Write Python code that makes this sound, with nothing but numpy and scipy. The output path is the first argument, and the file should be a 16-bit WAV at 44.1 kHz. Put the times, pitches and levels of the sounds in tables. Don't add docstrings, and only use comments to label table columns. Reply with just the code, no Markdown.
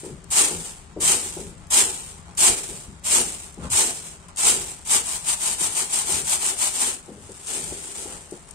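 import sys
import numpy as np
from scipy import signal
from scipy.fft import rfft, irfft
from scipy.io import wavfile
from scipy.ndimage import uniform_filter1d

SR = 44100
rng = np.random.default_rng(int(sys.argv[2]) if len(sys.argv) > 2 else 0)


def decibels_to_gain(level_db):
    exponent = np.asarray(level_db, float) / 20
    return 10 ** exponent


def master_out(mix):
    frames = np.transpose(np.atleast_2d(mix))
    ceiling = np.clip(frames, -1, 1)
    pcm = np.round(ceiling * 32767).astype(np.int16)
    wavfile.write(sys.argv[1], SR, pcm)


N = 376613

# landing in seconds, pour length in seconds, first grains in dB re heap,
# rolling level in dB, end of rolling in seconds after landing.
TOSS_EVENTS = [
    (-.4, 0.19, -7, -34, 0.46),
    (0.299, 0.11, -7.5, -27.5, 0.41),
    (.997, 0.12, -7.5, -29.5, 0.45),
    (1.698, 0.11, -3, -30, 0.4),
    (2.367, 0.11, -4.5, -29, 0.45),
    (3.034, .14, -11, -31.5, .43),
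    (3.694, 0.12, -8, -31.5, 0.41),
    (4.365, 0.14, -9, -29, 0.35),
]
# fastest moment in seconds, peak in dB, half length in seconds, tray boom in dB.
SHAKE_EVENTS = [(4.947, -20.5, 0.074, 2.5), (5.117, -29.5, 0.12, -1.5), (5.313, -23.5, 0.067, -22),
                (5.48, -24, 0.091, -1.5), (5.645, -24, 0.074, 2), (5.792, -25, 0.097, 2),
                (5.975, -24.5, 0.082, -2), (6.139, -24.5, 0.11, 4.5), (6.321, -23, 0.071, -8),
                (6.471, -25, 0.096, 3.5), (6.648, -22, 0.069, -15), (6.828, -24.5, 0.15, 5)]
# time in seconds, level in dB.
HAND_PRESSURE = [
    (6.9, -45),
    (7.05, -57),
    (7.16, -54.5),
    (7.44, -44),
    (7.5, -31),
    (7.8, -39.5),
    (8.02, -36.5),
    (8.28, -50),
    (8.54, -57),
]
# time in seconds, drumming in dB, half length in seconds.
TRAY_FLEXES = [
    (2.30, -49, 0.13),
    (3.65, -37.5, 0.055),
    (4.30, -44, 0.023),
    (8.12, -47, 0.11),
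]
# time in seconds, left-right difference in dB.
HEAP_SIDE = [(0, 3), (4.6, 2), (5.2, 4.5), (7, 4), (7.5, 4.5), (8.54, 3)]
# frequency in Hz, density in dB per Hz.
CLICK_COLOUR = [(300, -3), (1000, -14), (1650, -12.5), (2200, -2.5), (3100, 1), (4500, -1.5), (6500, -0.5),
                (9000, -5), (11000, -5.5), (13500, -4.5), (16000, -9)]
# frequency in Hz, width in Hz, level in dB.
PANEL_MODES = [(619, 47, -0.5), (663, 57, 2.5), (874, 265, 0.5), (1290, 320, 0.5), (2330, 2350, -13.5)]
# frequency in Hz, width in Hz, level in dB.
BOOM_MODES = [(236, 18, 0), (303.6, 47, 0), (339.4, 30.5, 1), (400.6, 27, -0.5), (460.4, 39, 2),
              (502, 190, -4.5)]
# time in seconds, peak in dB, left-right difference in dB.
STRAY_GRAINS = [(0.2415, -28.5, 25), (0.9664, -50, 0.5), (1.669, -23, 1), (1.82, -3, -3),
                (2.3507, -21, 2.0), (2.995, -26, 5), (3.5428, -22.5, 16), (3.6351, -42, -4),
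                (4.284, -26, 20), (4.361, -14, 13), (7.06, -24.5, 13), (7.318, -14, 3), (7.399, -25, 10),
                (7.47, -6, 2), (7.5413, -6, 4.5), (8.3103, -19.5, 17), (8.489, -21, 5), (8.509, -18.5, 21)]
# time in seconds, peak in dB, 60 dB decay in seconds, tilt in dB per band, direct blow in dB.
KNOCK_EVENTS = [(0.033, -27.5, 0.73, -2, 0), (0.506, -26, 0.61, 0.5, -10), (0.964, -23, 0.47, -1, -1),
                (1.367, -28, 0.77, -1.5, 2), (2.287, -49, 0.23, -6, -2), (2.49, -34, 0.34, -1, 4),
                (2.69, -33.5, 0.53, -4.5, 2), (2.854, -47, 0.14, 2, -5), (3.575, -30.5, 0.6, -5, -2),
                (3.631, -25.5, 0.29, -9, -5), (5.61, -32.5, 0.18, -10, 4), (6.091, -29, 0.25, 7, -2),
                (7.081, -34, 1, -4, -1.5), (7.292, -32.5, 0.25, -3, 0), (7.396, -43.5, 0.12, 2, 0),
                (7.498, -35, 0.52, 2, -11), (7.722, -33, 0.13, 16, 9), (8.056, -35, 1, 3, 6),
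                (8.322, -26.5, 0.21, 0, 1.5)]
# low edge in Hz, high edge in Hz, level in dB, delay in seconds, share of the decay time.
BANDS_OF_KNOCK = [(68.7, 154, -9, 0.08, 1.28), (147, 260, 1, 0.013, 0.69), (263, 530, 3, 0.00073, 0.67),
                  (510, 800, 1, .001, 0.26)]
# time in seconds, level in dB.
RUMBLE_LEVEL = [(0, -46.5), (2.3, -46), (3, -47.5), (4.4, -48.5), (5.5, -49), (7.3, -52.5), (8.54, -50)]
# time in seconds, peak in dB, half
# length in seconds.
RUMBLE_HEAVES = [(.12, -39, 0.083), (.57, -41.5, 0.09), (1.02, -44, 0.12), (1.26, -53, 0.061),
                 (1.47, -43.5, 0.2), (2.51, -37, 0.058), (2.73, -51, 0.071), (2.9, -38.5, 0.062),
                 (3.19, -42.5, 0.15), (3.62, -36.5, 0.073), (4.58, -47, 0.17), (4.95, -50, 0.21),
                 (5.15, -51, .1), (6.17, -40.5, 0.14), (7.66, -43, 0.15), (8.16, -48, 0.054)]
# frequency in Hz, density in dB per Hz.
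RUMBLE_SPECTRUM = [(15, -36), (25, -3), (81, 4), (118, -5), (168, 2.5), (286, -16), (400, -11.5),
                   (520, -30), (880, -120)]
# frequency in Hz, density in dB per Hz.
WASH_SPECTRUM = [(150, -36), (250, -4), (403, -13.5), (506, -4.5), (896, -6), (1670, -11), (2070, -11),
                 (6000, -22.5), (7800, -29.5), (13200, -120)]
# resonance in Hz, width in Hz, treble cut in Hz, level in dB.
MIC_PORTS = [
    (8787, 735, 21500, 0),
    (7680, 685, 10000, -1),
]
# frequency in Hz, limit in dB re neighbours.
DROPOUT_LIMITS = [(1200, -9), (2200, -1.8), (6500, -1.1), (7200, -5), (9300, -5), (10000, -.2), (15000, .6)]

LAND_S, HEAP_DB, SWELL_SHARE = 0.025, -17.5, 0.78
POUR_END_DB_PER_S, ROLL_DB_PER_S, STOP_DB_PER_S = 173, 38, 142.5
TURN_DB, SHAKE_SKEW = 13, 0.88
TOSS_BOOM_DB, HAND_BOOM_DB = 5.5, 10
STILL_DB, IDLE_DRUM_DB = -77, -54.5
DRUM_DB, DRUM_SLOPE, DRUM_LAG_S, BOOM_LAG_S = -12, -0.02, 0.0027, 0.03
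POUR_PAN = -0.077
HAND_DULLS_DB = -3
GRAIN_SPREAD_DB = 1.5
PORT_SPACING_S = 0.00035
HEAP_ANGLE, HEAP_SPREAD = -0.7, 0.7
KNOCK_RISE_S = 0.0066
HEAVE_EDGE_DB, HEAVE_SKEW = 25.5, 1.42
YARD_DB = -52.5
ROOM_T60_S, ROOM_DB = 0.15, -11.5


def grains():
    rattle_db, drum_db, boom_db, pan_db = motion()
    hits = impacts(rattle_db)
    rattle = rms_one(colour(hits, CLICK_COLOUR)) * decibels_to_gain(rattle_db - 6.0)
    air = butter_sos(rattle, 2, 10500, "high")
    hand_db = HAND_DULLS_DB * (np.arange(N) > 7.0 * SR)
    air_db = 0.21 * np.clip(rattle_db + 54, -25, 15) + hand_db
    rattle = rattle + air * (decibels_to_gain(air_db) - 1)
    drum = body(hits, PANEL_MODES) * decibels_to_gain(drum_db - 1.0)
    boom = body(0.39 * hits[0] + 0.41 * hits, BOOM_MODES) * decibels_to_gain(boom_db - 8.5)
    sound = butter_sos(rattle + drum + boom, 4, 215, "high")
    return sound * decibels_to_gain(np.array([[0.4], [-0.4]]) * (pan_db - 2.5))


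def motion():
    tossed = tosses()
    shaken = swells(SHAKE_EVENTS, TURN_DB, SHAKE_SKEW)
    rubbed = np.where(np.arange(N) / SR > HAND_PRESSURE[0][0], in_time(HAND_PRESSURE)[0], -120)
    rattle_db = louder(tossed, *shaken, rubbed, STILL_DB)

    driven_db = DRUM_DB + DRUM_SLOPE * (rattle_db + 15)
    drumming = lagging(rattle_db + driven_db, DRUM_LAG_S)
    drum_db = louder(drumming, IDLE_DRUM_DB, *swells(TRAY_FLEXES, TURN_DB, 1))

    shaken_boom = [db + row[3] for db, row in zip(shaken, SHAKE_EVENTS)]
    booming = louder(tossed + TOSS_BOOM_DB, rubbed + HAND_BOOM_DB, *shaken_boom)
    boom_db = louder(lagging(np.maximum(booming, -60) + driven_db, BOOM_LAG_S), IDLE_DRUM_DB - 1.0)
    pan_db = in_time(HEAP_SIDE)[0] + POUR_PAN * np.maximum(tossed + 26, 0)
    return rattle_db, drum_db, boom_db, pan_db


def tosses():
    t, levels = np.arange(N) / SR, []
    for s, pour, first_db, roll_db, stop in TOSS_EVENTS:
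        fall_s = [0, LAND_S * 0.27, LAND_S, pour * SWELL_SHARE, pour, pour + 1]
        fall_db = [-45, first_db - 8, first_db, 0, -1, -7 - POUR_END_DB_PER_S]
        falling = np.interp(t - s, fall_s, fall_db) + HEAP_DB
        stop_db = roll_db - ROLL_DB_PER_S * (stop - pour)
        rolling = np.interp(t - s, [0, pour, stop, stop + 1], [-90, roll_db, stop_db, stop_db - STOP_DB_PER_S])
        levels += [np.where(t > s, falling, -120), rolling - 40 * (t < s)]
    return louder(*levels)


def impacts(rattle_db):
    per_s = np.clip(9000 * decibels_to_gain(0.45 * (rattle_db + 21.5) + 2.5 * drift(25)), 200, 30000)
    sizes = decibels_to_gain(GRAIN_SPREAD_DB * np.minimum(rng.exponential(1, N), 4.5)) * rng.choice([-1, 1], N)
    left = sizes * (rng.random(N) < per_s / SR)
    left /= np.sqrt(np.clip(9000 * decibels_to_gain(0.29 * (rattle_db + 20)), 200, 30000))
    at = np.flatnonzero(left)
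    spot = HEAP_ANGLE + HEAP_SPREAD * rng.uniform(-1, 1, len(at))
    lag = (spot * PORT_SPACING_S * SR).astype(int)
    right = np.zeros(N)
    np.add.at(right, np.clip(at + lag, 0, N - 1), left[at] * decibels_to_gain(rng.normal(0, 0.88, len(at))))
    return rms_one(np.array([left, right]))


def body(x, modes):
    out = 0
    for k, (hz, width_hz, db) in enumerate(modes):
        out = out + (-1) ** k * decibels_to_gain(db) * resonance(x, hz, width_hz)
    return rms_one(out)


def lagging(db, lag_s):
    r = np.exp(-1 / (lag_s * SR))
    return signal.lfilter([1 - r], [1, -r], db - db[0]) + db[0]


def strays():
    out = np.zeros((2, N))
    for s, db, pan_db in STRAY_GRAINS:
        for late_s, loss_db in ((0, -13), (0.0013, -12.5), (0.0034, -12.5)):
            sides_db = np.array([0.5, -0.5]) * pan_db
            out[:, round((s + late_s) * SR)] = decibels_to_gain(db + 3.0 + loss_db + sides_db)
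    bright = signal.lfilter(*signal.butter(1, [4500, 10500], "band", fs=SR), out)
    return colour(bright, CLICK_COLOUR)


def knocks():
    out, blows, t = np.zeros(N), np.zeros(N), np.arange(SR) / SR
    for s, db, t60, tilt_db, blow_db in KNOCK_EVENTS:
        noise, i = rng.standard_normal(SR), round(s * SR)
        blows[i] = decibels_to_gain(db + blow_db + 40.5)
        for k, (low_hz, high_hz, band_db, delay, share) in enumerate(BANDS_OF_KNOCK):
            dull = rms_one(butter_sos(noise, 3, [low_hz, high_hz], "band"))
            rise = np.minimum(t / (KNOCK_RISE_S + delay), 1)
            swell = rise * decibels_to_gain(-60 * t / (t60 * share))
            level = decibels_to_gain(db - 10.5 + band_db + tilt_db * (k - 2))
            out[i:i + SR] += (dull * swell)[:N - i] * level
    soft = butter_sos(blows + 1e-18, 4, 600, "low")
    hollow = resonance(soft, 336, 70) - 0.7 * resonance(soft, 480, 84) + 0.5 * resonance(soft, 480, 200)
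    return (out + hollow) * decibels_to_gain(np.array([[1.5], [-1.5]]))


def room(x):
    t = np.arange(SR // 2) / SR
    shared, own = rng.standard_normal(len(t)), rng.standard_normal((2, len(t)))
    noise = own + signal.lfilter(*signal.butter(1, 1400, fs=SR), shared - own)
    dull = signal.lfilter(*signal.butter(1, 3500, fs=SR), noise)
    tail = dull * decibels_to_gain(-60 * t / ROOM_T60_S) * (t > 0.002)
    return signal.oaconvolve(x, tail / np.sqrt(np.sum(tail ** 2) / 2), axes=1)[:, :N]


def yard():
    shared, own = rng.standard_normal((2, N)), rng.standard_normal((2, 2, N))
    rumble_db = louder(in_time(RUMBLE_LEVEL)[0], *swells(RUMBLE_HEAVES, HEAVE_EDGE_DB, HEAVE_SKEW))
    rumble = rms_one(colour(shared[0] + 0.32 * own[0], RUMBLE_SPECTRUM)) * decibels_to_gain(rumble_db)
    wash = rms_one(colour(shared[1] + 2.5 * own[1], WASH_SPECTRUM)) * decibels_to_gain(YARD_DB - 2.0)
    wind = rms_one(butter_sos(own[0, 0] - own[0, 1], 2, [18, 45], "band"))
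    rumble = rumble + wind * decibels_to_gain(-58.5) * np.array([[1], [-1]])
    return rumble * decibels_to_gain(np.array([[2.3], [-2.3]])) + wash * decibels_to_gain(np.array([[1.1], [-1.1]]))


def swells(rows, edge_db, skew):
    t, levels = np.arange(N) / SR, []
    for s, db, half, *_ in rows:
        away = (t - s) / np.where(t > s, half * skew, half)
        levels.append(db - np.minimum(edge_db * away ** 2, 90))
    return levels


def louder(*levels_db):
    return 10 * np.log10(sum(decibels_to_gain(2 * db) for db in levels_db))


def in_time(rows):
    s, *columns = np.transpose(rows)
    return [np.interp(np.arange(N) / SR, s, c) for c in columns]


def drift(rate_hz):
    r = np.exp(-2 * np.pi * rate_hz / SR)
    return rms_one(signal.lfilter([1], [1, -2 * r, r * r], rng.standard_normal(N + SR))[SR:])


def resonance(x, hz, width_hz):
    r = np.exp(-np.pi * width_hz / SR)
    gain = (1 - r * r) / 2
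    return signal.lfilter([gain, 0, -gain], [1, -2 * r * np.cos(2 * np.pi * hz / SR), r * r], x)


def colour(x, points):
    points_hz, points_db = np.transpose(points)
    hz = np.fft.rfftfreq(8192, 1 / SR)
    db = np.interp(np.log(hz + 1), np.log(points_hz), points_db)
    cepstrum = irfft(np.log(decibels_to_gain(db)))
    cepstrum[1:4096] *= 2
    cepstrum[4097:] = 0
    return signal.oaconvolve(x, irfft(np.exp(rfft(cepstrum)))[None], axes=1)[:, :N]


def butter_sos(x, order, hz, kind):
    return signal.sosfilt(signal.butter(order, hz, kind, fs=SR, output="sos"), x)


def rms_one(x):
    return x / np.sqrt(np.mean(x ** 2) + 1e-20)


def scene():
    near = grains() + strays() + knocks()
    return near + decibels_to_gain(ROOM_DB) * room(near) + yard()


def starve(x):
    sum_and_difference = np.array([x[0] + x[1], x[0] - x[1]]) / 2
    hz, _, z = signal.stft(sum_and_difference, SR, nperseg=2048)
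    bands = np.mean(np.abs(z[:, :1024].reshape(2, 128, 8, -1)) ** 2, axis=2)
    bands = uniform_filter1d(bands, size=2, axis=2)
    around = np.exp(uniform_filter1d(np.log(bands + 1e-20), size=7, axis=1))
    points_hz, points_db = np.transpose(DROPOUT_LIMITS)
    limit_db = np.interp(np.log(hz[4::8]), np.log(points_hz), points_db, left=-40)
    z[:, :1024] *= np.repeat(bands > around * decibels_to_gain(2 * limit_db)[:, None], 8, axis=1)
    mid, side = signal.istft(z, SR, nperseg=2048)[1][:, :N]
    return np.array([mid + side, mid - side])


def band_limit(x):
    return signal.sosfilt(signal.butter(12, 15810, fs=SR, output="sos"), x)


def record(dry):
    ports = np.zeros_like(dry)
    for k, (hz, width_hz, cut_hz, db) in enumerate(MIC_PORTS):
        pole = np.exp((-np.pi * width_hz + 2j * np.pi * hz) / SR)
        a = [1, -2 * pole.real, abs(pole) ** 2]
        dull = signal.lfilter(*signal.butter(1, cut_hz, fs=SR), dry[k])
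        ports[k] = decibels_to_gain(db) * signal.lfilter([sum(a)], a, dull)
    overloaded = np.tanh(ports / 1.337) * 1.263
    top = signal.cheby2(18, 50, 16000, fs=SR, output="sos")
    mix = signal.sosfilt(top, starve(overloaded))
    return band_limit(mix)


dry = scene()
out = record(dry)
master_out(out)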